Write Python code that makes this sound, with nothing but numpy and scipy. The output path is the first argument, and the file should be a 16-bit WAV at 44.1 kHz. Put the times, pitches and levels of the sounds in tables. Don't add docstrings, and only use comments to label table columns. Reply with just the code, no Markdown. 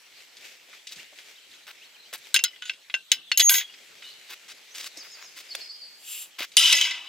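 import sys
import numpy as np
from scipy import signal
from scipy.fft import rfft, irfft
from scipy.io import wavfile
from scipy.ndimage import uniform_filter1d

SR = 44100
rng = np.random.default_rng(int(sys.argv[2]) if len(sys.argv) > 2 else 0)


def invert_db(level):
    return 10 ** (np.asarray(level, dtype=float) / 20)


def store_pcm(level_fs):
    pcm = np.round(np.clip(level_fs, -1, 1) * 32767).astype(np.int16)
    wavfile.write(sys.argv[1], SR, np.atleast_2d(pcm).T)


N = 312228


def evened(x):
    return x / np.sqrt(np.mean(x ** 2) + 1e-20)


def read(points, hz):
    f, value = np.transpose(points)
    return np.interp(np.log(hz + 1), np.log(f + 1), value)


def add(mix, s, sound):
    part = mix[..., round(s * SR):][..., :sound.shape[-1]]
    part += sound[..., :part.shape[-1]]


def octaves(hz):
    return np.log2(np.maximum(hz, 100) / 4000)


def wander(shape, width):
    return uniform_filter1d(rng.standard_normal(shape), width)


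def coloured(x, db_of):
    return irfft(rfft(x) * invert_db(db_of(np.fft.rfftfreq(x.shape[-1], 1 / SR))), x.shape[-1])


def field(x, db_of):
    hz, t, z = signal.stft(x, SR, nperseg=256)
    return signal.istft(z * invert_db(db_of(hz[:, None], t)), SR, nperseg=256)[1][..., :x.shape[-1]]


def grains(per_s, spread_db, dense):
    size = invert_db(spread_db * np.minimum(rng.exponential(1, N), 4)) * (rng.random(N) < per_s / SR)
    return evened(size * rng.standard_normal(N)) + dense * rng.standard_normal(N)


def modes(length, share):
    bins = length // 2 + 1
    picked = (rng.random(bins) < share) * invert_db(3.7 * rng.standard_normal(bins))
    return evened(irfft(picked * np.exp(2j * np.pi * rng.random(bins)), length))


# frequency in Hz, coherence from 0 to 1.
LIKENESS = [(60, 0.135), (240, 0.05), (950, 0.55), (3770, 0.56), (15000, 0.035)]


def pair(x, other):
    same = np.clip(read(LIKENESS, np.fft.rfftfreq(N, 1 / SR)), 0, 1)
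    return np.array([x, irfft(same * rfft(x) + np.sqrt(1 - same ** 2) * rfft(other), N)])


# frequency in Hz, left over right in dB.
BALANCE = [(60, 0), (180, 1), (550, 0.5), (1650, 0), (4970, 2.5), (15000, -1)]
# frequency in Hz, left lead in radians.
LEAD = [(0, -1.6), (3700, 0.2), (5170, 0.97), (9390, 1.57), (11300, 1.54), (12900, 0.41), (13900, 1.4),
        (16500, 0.8)]


def nearby(x):
    hz = np.fft.rfftfreq(N, 1 / SR)
    half = invert_db(read(BALANCE, hz) / 2) * np.exp(.5j * read(LEAD, hz))
    direct = irfft(rfft(x) * np.array([half, 1 / half]), N)
    t = np.arange(4410) / SR
    echo = rng.standard_normal((2, len(t))) * invert_db(-60 * t / 0.031) * (t > .0007)
    wet = signal.fftconvolve(x[None], echo / np.linalg.norm(echo[0]), axes=1)[:, :N]
    return direct + invert_db(-8.0) * coloured(wet, lambda f: 2.2 * octaves(f))


# frequency in Hz, density in dB per Hz.
AIR = [(18, -59), (30, -31), (181, -12), (455, -6.5), (1060, -9), (2740, -0.5), (3380, -0.5), (4410, -2.5),
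       (11100, -15.5), (14100, -14), (15200, -17), (16500, -42)]


def air():
    patches = uniform_filter1d(rng.standard_normal((129, N // 128 + 2)), 4, 0)
    patches = evened(uniform_filter1d(patches, 20, 1))
    hiss = coloured(pair(*rng.standard_normal((2, N))), lambda hz: read(AIR, hz))
    whine = invert_db(-72.0) * np.sin(2 * np.pi * 7830 * np.arange(N) / SR)
    return invert_db(-55.5) * evened(field(hiss, lambda hz, t: 3.6 * patches[:, :len(t)])) + whine


# time in seconds, level in dB, centre in Hz.
CHORUS = [
    (2.3, -77, 4000),
    (2.55, -56, 3230),
    (2.85, -75, 3700),
    (3.16, -48.5, 3570),
    (3.35, -55, 3420),
    (3.592, -50, 3400),
    (3.9, -76, 3560),
]


def chorus():
    s, db, centre_hz = np.transpose(CHORUS)

    def shape(hz, t):
        off_centre = (hz - np.interp(t, s, centre_hz)) / 900
        return np.interp(t, s, db, -99, -99) + 12.5 - 12 * off_centre ** 2

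    return field(rng.standard_normal((2, N)), shape)


# start in seconds, start in Hz, end in Hz, level in dB, length in seconds.
CHIRPS = [(0.987, 1650, 2480, -46, 0.02), (0.996, 2800, 2930, -44.5, 0.012), (1.03, 3130, 3900, -54, 0.025),
          (1.353, 3250, 4160, -51, 0.019), (1.38, 3250, 3000, -49, 0.013), (1.51, 3300, 4500, -49.5, .015),
          (1.535, 3020, 4050, -53, 0.027), (1.811, 2370, 3390, -48.5, .029), (1.84, 3500, 4450, -52, 0.019),
          (1.862, 4460, 4020, -55, .016), (1.945, 3250, 3050, -50, 0.015), (1.959, 2700, 2330, -52, 0.013),
          (1.997, 4150, 4250, -48, 0.013), (2.031, 3820, 4130, -53, .018), (2.05, 2890, 3260, -51, 0.024),
          (2.24, 3620, 4100, -52, .014), (3.27, 3550, 3300, -49, 0.032), (4.031, 2930, 2993, -46.5, 0.068),
          (4.04, 3620, 3820, -43, 0.018), (4.062, 4250, 3970, -46, .03), (4.1, 3900, 4620, -48, 0.022),
          (4.123, 4700, 3900, -50, 0.014), (4.707, 5700, 6550, -50, .029), (4.972, 5700, 6700, -50, 0.03),
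          (5.213, 6700, 6830, -51, .025), (5.487, 4700, 5220, -44, .029), (5.842, 4400, 4400, -44.5, 0.031)]
# time of the top in seconds, top in Hz, level in dB, high voice in Hz, its level in dB.
WARBLE = [
    (4.99, 5450, -41.5, 6680, -48),
    (5.125, 5390, -45.5, 6960, -49),
    (5.244, 5770, -48, 6790, -49.5),
]
# start in seconds, low note in Hz, level in dB, upper note in Hz, its level in dB.
TRILL = [
    (5.507, 4490, -34.5, 4880, -50),
    (5.604, 4480, -38, 5080, -44),
    (5.692, 4520, -37, 4920, -45),
    (5.816, 4520, -38.5, 4740, -50),
]


def notes():
    rows = [(s, length, a_hz, b_hz, db) for s, a_hz, b_hz, db, length in CHIRPS]
    flick_s, high_s, sag_hz = 0.025, 0.037, 60.6
    for s, hz, db, high_hz, high_db in WARBLE:
        rows.append((s - flick_s, flick_s, hz - 347, hz, db - 2))
        rows.append((s, .04, hz, hz - 970, db))
        rows.append((s - flick_s / 2, high_s, high_hz, high_hz - 450, high_db))
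    for s, hz, db, high_hz, high_db in TRILL:
        rows.append((s, 0.026, hz + sag_hz, hz - sag_hz, db))
        rows.append((s, 0.076, high_hz + sag_hz, high_hz - sag_hz, high_db))
    return rows


def birds():
    calls = np.zeros(N)
    for s, length, start_hz, end_hz, db in notes():
        u = np.linspace(0, 1, round(length * SR))
        hz = (start_hz + (end_hz - start_hz) * u) * (1 + 0.2 * wander(4410, 90)[:len(u)])
        whistle = np.sin(2 * np.pi * np.cumsum(hz) / SR)
        add(calls, s, invert_db(db - 1.5) * np.sin(np.pi * u) ** 0.22 * whistle)
    t = np.arange(SR // 2) / SR
    hedge = rng.standard_normal((2, len(t))) * invert_db(-60 * t / 0.85) * (t > .008)
    echoes = signal.fftconvolve(calls[None], hedge / np.linalg.norm(hedge[0]), axes=1)[:, :N]
    return invert_db(2.5) * calls + invert_db(0.5) * echoes


# frequency in Hz, density in dB per Hz.
WEEDS = [(35, -69), (60, -39), (412, -6.5), (1080, -15), (2190, 0.5), (4030, -4.5), (7250, -8.5),
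         (9170, -17), (14000, -16.5), (15400, -22), (16500, -31.5)]
# start in seconds, end in seconds, level in dB.
WALKING = [
    (0, 2.6, -58.5),
    (3.63, 3.95, -53.5),
    (3.951, 5.68, -52.5),
    (5.68, 7.2, -58),
]
# time in seconds, peak in dB.
STRIDES = [(.21, -49), (.46, -43.5), (.53, -49.5), (.75, -48.5), (1.0, -44.5), (1.2, -48.5), (1.3, -47.5),
           (1.55, -51.5), (1.74, -57), (1.84, -54), (2.191, -61), (2.271, -47.5), (4.99, -49.5),
           (5.46, -51), (5.6, -44)]


def walk():
    swish = pair(grains(2500, 2.7, 1.0), grains(2500, 1.9, 0.51))
    swish = evened(coloured(swish, lambda hz: read(WEEDS, hz)))

    def shape(hz, t):
        power = sum(invert_db(2 * db) * ((t >= a) & (t < b)) for a, b, db in WALKING) + 1e-12
        for s, db in STRIDES:
            db_per_s = np.where(t < s, 139, 197)
            power = power + invert_db(2 * (db - db_per_s * abs(t - s)))
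        return 10 * np.log10(power)

    return field(swish, shape)


def snap(db, hz, length):
    t = np.arange(2048) / SR
    burst = coloured(rng.standard_normal(len(t)),
                     lambda f: np.where(f < hz, -16., -8.) * np.log2((f + 5) / hz) ** 2)
    return invert_db(db - 6.5 - 20 * t / length) * evened(burst) * np.minimum(t * hz / 0.98, 1)


def scuff(length, db, hz, treble_db):
    def colour(f):
        hump = np.where(f < hz, -3.5, -5.5) * np.log2((f + 50) / hz) ** 2
        return np.maximum(hump, treble_db - 40 * (f < 250))

    grit = evened(coloured(grains(2000, 2.8, 1.0)[:8192], colour))
    grit = grit * invert_db(27 * wander(8192, 300))
    n = round(length * SR)
    return invert_db(db) * grit[:n] * signal.windows.tukey(n, .2)


# time in seconds, peak in dB, colour in Hz.
SNAPS = [(0.369, -37.5, 3620), (0.73, -35.5, 1600), (0.87, -27, 3500), (0.891, -34, 3450),
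         (0.921, -29, 3630), (0.959, -35, 4000), (1.187, -33.5, 2410), (3.739, -36.5, 2470),
         (4.022, -31, 2270), (4.971, -33, 5000), (4.302, -41, 2580), (4.8, -30, 3600), (1.668, -40, 3650),
         (2.135, -28.5, 7060), (2.178, -41.5, 7040), (6.389, -29, 1940), (6.412, -29, 2380),
         (6.421, -20.5, 2170), (6.445, -32, 2500), (4.755, -33, 3960), (4.868, -37, 4300),
         (6.518, -38.5, 3480), (6.537, -41, 3170)]
# time in seconds, peak in dB, colour in Hz, length in seconds.
TWIG = [
    (5.55, -14.5, 2500, 0.0053),
    (5.552, -21, 6800, 0.0045),
]
# time in seconds, peak in dB, colour in Hz.
THUDS = [
    (.687, -44, 450),
    (.96, -48, 140),
    (1.125, -39, 455),
    (4.972, -36.5, 340),
    (5.549, -31, 650),
    (5.83, -45.5, 450),
    (2.128, -33, 404),
    (6.404, -28, 440),
]
# start in seconds, length in seconds, level in dB, colour in Hz, treble in dB.
SCUFFS = [(0.909, 0.03, -47, 3600, -11), (1.665, 0.054, -44, 2170, -17), (2.127, 0.033, -35.5, 2510, -12.5),
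          (2.156, 0.017, -48, 2600, -17), (4.021, 0.1, -53, 3520, -27), (4.291, 0.056, -42, 2780, -13),
          (4.478, 0.051, -44.5, 3330, -21), (4.736, 0.15, -39.5, 3600, -15),
          (5.027, 0.051, -50.5, 2070, -16), (5.148, 0.11, -50, 2110, -20), (5.358, 0.061, -44, 3600, -12),
          (6.381, 0.075, -34.5, 2630, -16)]


def footing():
    ground = np.zeros(N)
    for s, db, hz in SNAPS:
        add(ground, s, snap(db, hz, 0.024))
    for s, *row in TWIG:
        add(ground, s, snap(*row))
    for s, db, hz in THUDS:
        add(ground, s, snap(db, hz, 6.5 / hz))
    for s, *row in SCUFFS:
        add(ground, s, scuff(*row))
    return ground


# time in seconds, level in dB.
SWING = [
    (5.949, -67.5),
    (6.101, -36),
    (6.228, -37.5),
    (6.33, -73),
]
# frequency in Hz, width in Hz, level in dB.
HINGE = [(2880, 180, -8), (7500, 34, 3), (9230, 39, -7), (11200, 32, -11), (13100, 35, -4), (14100, 55, -9),
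         (15300, 34, -6)]
# frequency in Hz, density in dB per Hz.
GRIT = [(590, -61), (1000, -68), (2710, -5.5), (4700, -12), (12300, -8.5), (15600, -22), (16500, -31)]


def hinge():
    s, db = np.transpose(SWING)
    t = np.arange(s[0], s[-1], 1 / SR)
    hz = np.fft.rfftfreq(len(t), 1 / SR)
    peaks = sum(invert_db(d) / (1 + 2j * (hz - f) / (2.0 * w)) for f, w, d in HINGE)
    rub = irfft(rfft(grains(4800, 1.1, 1.3)[:len(t)]) * (peaks + invert_db(-1.5 + read(GRIT, hz))), len(t))
    return s[0], invert_db(np.interp(t, s, db) - 1.0) * evened(rub) * signal.windows.tukey(len(t), .2)


# time in seconds, level in dB, brightness in dB per octave.
RATTLE = [
    [(2.62, -38, -3), (2.646, -43, 0), (2.69, -39, 3)],
    [(3.5, -31, 23), (3.614, -25, -5.5), (3.66, -59, -12)],
]


def rattle(rows):
    s, db, bright_db = np.transpose(rows)
    length = round((s[-1] - s[0]) * SR)
    drive = 0.86 * grains(930, 1.8, 1.4)[:length] + modes(length, 0.16)
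    body = evened(coloured(drive, lambda hz: read(CRACK, hz))) * signal.windows.tukey(length, .05)

    def shape(hz, t):
        tilt = np.interp(t + s[0], s, bright_db - 4.5)
        return np.interp(t + s[0], s, db - 6.0) + tilt * octaves(hz)

    return s[0], field(body, shape)


# start in seconds, caught in seconds, low mode at start in dB,
# low mode at catch in dB, upper modes in dB.
FREE = [
    (3.374, 3.392, -8, -35, -24.5),
    (3.414, 3.49, -22.5, -13, -32.5),
    (3.497, 3.585, -29, -23.5, -21.5),
    (6.749, 6.878, -29.5, -40, -45),
]
# frequency in Hz, level in dB, T60 in seconds, heard from in seconds.
UPPER = [(11333, 0, .35, 0), (13887, -8, .6, 3.45), (15335, -5, 1.0, 0)]


def free_bar(start, caught, low_db, caught_db, upper_db):
    catch_t60, free = 0.11, caught - start
    t = np.arange(0, free + catch_t60, 1 / SR)
    lines = invert_db(low_db + (caught_db - low_db) * np.minimum(t / free, 1)) * np.sin(2 * np.pi * 6607 * t)
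    knock = min(row[0] for row in CLINKS + SLAMS if row[0] > caught) - start
    lines = lines * invert_db(-60 * np.maximum(t - knock, 0) / 0.029)
    for hz, db, t60, from_s in UPPER:
        if start > from_s:
            lines = lines + invert_db(upper_db + db - 60 * t / t60) * np.sin(2 * np.pi * hz * t)
    damped = lines * invert_db(-60 * np.maximum(t - free, 0) / catch_t60)
    return start, np.sqrt(2) * damped * np.minimum(t / 0.0013, 1)


# time in seconds, mesh in dB, brightness in dB per octave, tubes in dB.
SHIVER = [
    (6.5681, -11.5, -0.5, -5),
    (6.62, -15.5, 0.5, 1.5),
    (6.71, -14, -2, -8),
    (6.761, -18.5, -0.5, -13),
    (6.85, -23.5, -3.5, 0),
    (6.93, -33, -7, -11),
    (7.08, -45, -11.5, -1),
]
# frequency in Hz, density in dB per Hz.
MESH = [(35, -82), (60, -86), (326, -34), (393, -51), (983, -31.5), (1470, -26.5), (2350, -16.5),
        (3040, -1.5), (4640, -18), (4980, -10), (12700, -29.5), (14700, -29), (16500, -69)]
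# frequency in Hz, level in dB.
TUBES = [(2708, -37), (2853, -34), (2977, -25), (3031, -28), (3085, -31), (3171, -31), (3644, -37),
         (3898, -37), (4016, -37), (4188, -43), (4888, -36), (5125, -42), (5787, -48), (6218, -46),
         (7154, -45), (7520, -49)]
# frequency in Hz, level in dB.
RAILS = [(1981, -55), (2277, -52), (2509, -56), (2616, -48), (3025, -50), (3978, -59), (4888, -58),
         (5421, -53), (5669, -61), (6632, -61)]


def shiver():
    s, mesh_db, bright_db, tubes_db = np.transpose(SHIVER)
    t = np.arange(s[0], N / SR, 1 / SR)
    wavering = invert_db(18 * uniform_filter1d(wander(len(t), 300), 300))
    mesh = (modes(len(t), 0.13) + 0.55 * grains(1500, 1.2, 0.61)[:len(t)]) * wavering
    mesh = evened(coloured(mesh, lambda hz: read(MESH, hz)))

    def shape(hz, u):
        return np.interp(u + s[0], s, mesh_db - 4.5) + np.interp(u + s[0], s, bright_db) * octaves(hz)

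    out = field(mesh, shape)
    tubes_lift_db = np.interp(t, s, tubes_db) + 17.0
    rails_lift_db = np.where(t < 6.729, 21, 33)
    for lines, lift_db in (TUBES, tubes_lift_db), (RAILS, rails_lift_db):
        hz, db = np.transpose(lines)[:, :, None]
        db = db + 110 * wander((len(hz), len(t)), 1200)
        tones = invert_db(db + 2.0) * np.sin(2 * np.pi * (hz * t + rng.random(hz.shape)))
        out = out + tones.sum(0) * invert_db(np.interp(t, s, mesh_db) + lift_db)
    return s[0], out * np.minimum((t - s[0]) / 0.0016, 1)


def ring(hz, db, t60, free):
    t = np.arange(0, min(free + .07, .4), 1 / SR)
    decay_db = db - 60 * t / t60 - 60 * np.maximum(t - free, 0) / .07
    decay_db = decay_db + 40 * wander((len(hz), 4420), 75).repeat(4, 1)[:, :len(t)]
    tones = invert_db(decay_db) * np.sin(2 * np.pi * (hz * t + rng.random(hz.shape)))
    return tones.sum(0) * np.minimum(t / 0.0016, 1)


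# frequency in Hz, level in dB, T60 in seconds.
BAR = [(6580, 3, 0.038), (8460, -3, 0.042), (10600, -14, 0.069), (11900, -32, 0.1), (12100, -19, 0.099),
       (15100, -15, 0.09)]
KEEPER = [(1561, -13.5, 0.071), (2735, -0.5, 0.13), (2870, -17, 0.13), (2925, -4.5, 0.044),
          (4355, -15, 0.057), (5260, -9.5, 0.051), (6400, -6, 0.06)]
FRAME = [(976, -24, 0.35), (1560, -9, 0.27), (2008, -1.5, 0.19), (2283, -6.5, 0.3), (3230, -5, 0.33),
         (3300, -4.5, 0.38), (4130, -16, 0.23), (5331, 2.5, 0.25)]
PLATE = [(2720, -15, 0.26), (2980, -8.5, 0.23), (3045, -9, 0.17), (3225, -13, 0.097), (3830, -15, 0.066),
         (3846, -16, 0.14), (4040, -3.5, 0.092), (4215, -1, 0.059), (4340, 1.5, 0.04), (5000, -9, 0.11),
         (5120, -2, 0.11)]
# time in seconds, then bar, keeper, frame and plate in dB.
STRIKES = [(2.344, -16, -38, -27, -23), (2.361, -24, -20.5, -35, -28.5), (2.391, -48, -26, -54, -39),
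           (2.438, -36, -37, -42.5, -25.5), (2.696, -63, -26.5, -45, -53), (2.94, -51, -25, -58, -40),
           (3.117, -23.5, -46, -43, -24.5), (3.317, -42, -23.5, -55, -35), (3.374, -28, -52, -33, -22.5),
           (3.4, -13, -35, -28.5, -24), (3.494, -18.5, -40, -24, -28), (3.541, -24, -51, -25.5, -38),
           (6.729, -47, -49, -27, -26), (6.851, -60, -59.5, -35, -48), (6.91, -60, -62, -39.5, -46)]
SETTLES_S = [3.62, 6.95]
# time in seconds, frequency in Hz, level in dB, T60 in seconds.
LINGER = [(2.621, 1478, -41, 0.28), (2.62, 3020, -40, 0.26), (2.654, 6800, -31.5, .05),
          (2.439, 3225, -16, 0.056), (2.44, 1456, -38.5, .14), (2.45, 2062, -33, .07),
          (2.441, 5160, -37, 0.15), (2.44, 6480, -25, 0.056), (2.532, 2020, -46, 0.07),
          (2.94, 1561, -36, .14), (3.119, 1561, -38, 0.15), (3.118, 2283, -40, 0.11),
          (3.317, 3430, -38, .1), (3.317, 4355, -14.5, 0.049), (3.401, 1946, -31.5, .3),
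          (3.401, 4000, -39, .5), (3.405, 885, -49, .15), (3.408, 3386, -19, .09), (3.541, 10300, -33, 0.2),
          (3.585, 3323, -32, 0.21), (3.64, 3290, -47.5, 0.55), (2.364, 2887, -18.5, 0.059),
          (2.696, 2690, -19, 0.043), (3.691, 2870, -46, 0.17), (6.57, 4900, -27.5, 0.36),
          (6.57, 5640, -26, .12), (6.57, 9500, -21.5, 0.16), (6.611, 2990, -17, 0.2),
          (6.612, 3160, -16, 0.27), (6.6, 1340, -38.5, .77), (6.64, 987, -44.5, 1.3),
          (6.599, 332.6, -59.5, 2.1), (6.739, 5320, -28, 0.34), (6.601, 1604, -44, 1.2),
          (6.6, 1960, -38, 1.2), (6.6, 2220, -46, 0.89), (3.1187, 6580, -17, 0.026),
          (6.73, 5150, -18, 0.082), (6.73, 870, -47, 0.42), (6.73, 593, -48, 0.38), (6.74, 2283, -28, 0.2),
          (6.74, 1950, -40, 0.48), (6.741, 1583, -45, 0.13), (6.765, 6480, -22, 0.068),
          (6.812, 3140, -13, 0.061), (6.85, 2090, -26, 0.077), (6.885, 2130, -29, 0.056),
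          (6.911, 2030, -31, 0.1), (6.911, 5400, -29, 0.079)]


def rings():
    out, contacts = np.zeros(N), np.append(np.transpose(STRIKES)[0], SETTLES_S)
    hz, db, t60 = np.transpose(BAR + KEEPER + FRAME + PLATE)[:, :, None]
    part = np.repeat(np.arange(4), [len(BAR), len(KEEPER), len(FRAME), len(PLATE)])
    for s, *levels_db in STRIKES:
        held = 0.52 if s < 3.45 else 1
        lasts = t60 * np.array([1, 1, held, 1])[part, None]
        struck_db = db + np.array(levels_db)[part, None] + 3.5 * rng.standard_normal(hz.shape)
        add(out, s, ring(hz, struck_db, lasts, contacts[contacts > s].min() - s))
    for s, f, level_db, lasts in LINGER:
        add(out, s, ring(np.array([[f]]), level_db, lasts, lasts / 2))
    return out


# frequency in Hz, density in dB per Hz.
CRACK = [(35, -59.5), (60, -95), (1190, -34), (2040, -5.5), (2400, -8), (3260, 3), (5870, -10), (6450, 1),
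         (8960, -16), (10800, -9), (13000, -30), (15400, -20), (16500, -49)]


def blow(db, smear_db, t60, bright_db):
    def dull(hz):
        return read(CRACK, hz) + min(bright_db, 0) * octaves(hz) - 9 * np.maximum(octaves(hz), 0)

    t = np.arange(8192) / SR
    tick = coloured(rng.standard_normal(len(t)), lambda hz: read(CRACK, hz) + bright_db * octaves(hz))
    smear = invert_db(smear_db - 60 * t / t60) * evened(coloured(modes(len(t), 0.12), dull))
    spray = invert_db(smear_db - 0.5 - 60 * t / (0.11 * t60))
    sharp = (invert_db(-6.0 - 60 * t / 0.012) + spray) * evened(tick)
    return invert_db(db) * (sharp + smear) * np.minimum(t / 0.00036, 1)


# time in seconds, peak in dB, smear in dB, smear T60 in seconds, brightness in dB per octave.
CLINKS = [(2.3425, -4, -11, 0.076, 6), (2.362, -6.5, -5.5, 0.023, -4), (2.3904, -18, -6, 0.039, -7),
          (2.4385, 1, -18.5, 0.064, 8), (2.6226, -27, -12.5, 0.11, -7.5), (2.6541, -36, -5.5, 0.36, -3),
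          (2.6952, -22.5, 1, 0.034, -11.5), (2.8985, -31, -3.5, 0.064, -12.5),
          (2.941, -17, -5.5, 0.045, -14), (3.117, 2, -19.5, 0.094, 3), (3.316, -8.5, -7.5, 0.043, -8.5),
          (3.374, -9, -13, 0.044, 10), (3.3962, -8, -6, 0.035, 7), (3.3999, -2, -10.5, 0.047, 2),
          (3.4059, -6, -5, 0.044, 1), (3.41, -11, -8.5, 0.06, -1), (3.4947, -2.5, -8.5, 0.048, 13),
          (3.522, -15, -12, 0.05, -8), (3.54, -10.5, -10.5, 0.11, -4), (3.554, -16, -9, 0.05, -5),
          (3.583, -16, -8, 0.05, -4), (2.481, -33, -9, 0.05, -11), (2.561, -36.5, -9, 0.057, -14),
          (2.736, -36.5, -6, 0.04, -6)]
SLAMS = [(6.5683, 2, -8, 0.034, 5.5), (6.612, -14, -25, 0.074, 10), (6.6172, -17, -29, 0.05, -6),
         (6.6215, -19, -30, 0.05, 0), (6.628, -12, -13, 0.056, -8), (6.6573, -11, -20, 0.05, -6),
         (6.659, -18, -8, 0.24, -3), (6.725, -2, -11, 0.032, 0.5), (6.7285, -1.5, -10.5, 0.048, -2),
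         (6.813, -6, -13.5, 0.054, -2), (6.8523, -19, -29, 0.052, -9), (6.91, -20.5, -10, 0.19, -4.5)]


def gate():
    steel = np.zeros(N)
    for s, *row in CLINKS + SLAMS:
        add(steel, s, blow(*row))
    for row in FREE:
        add(steel, *free_bar(*row))
    for rows in RATTLE:
        add(steel, *rattle(rows))
    add(steel, *shiver())
    add(steel, *hinge())
    steel = signal.lfilter(*signal.butter(3, 800, "high", fs=SR), steel)
    return steel + signal.lfilter(*signal.butter(2, 400, "high", fs=SR), rings())


def scene():
    return air() + chorus() + birds() + walk() + nearby(footing() + gate())


def top_cut(x):
    return signal.sosfilt(signal.butter(12, 16840, fs=SR, output="sos"), x)


def record(dry):
    squash = 1.076 * np.tanh(dry / 1.13) - dry
    squash = signal.lfilter(*signal.butter(2, 700, "high", fs=SR), squash)
    edge = signal.firwin(255, 16000, window=("kaiser", 8), fs=SR)[None]
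    mix = signal.oaconvolve(dry + squash, edge, "same")
    return top_cut(mix)


dry = scene()
out = record(dry)
store_pcm(out)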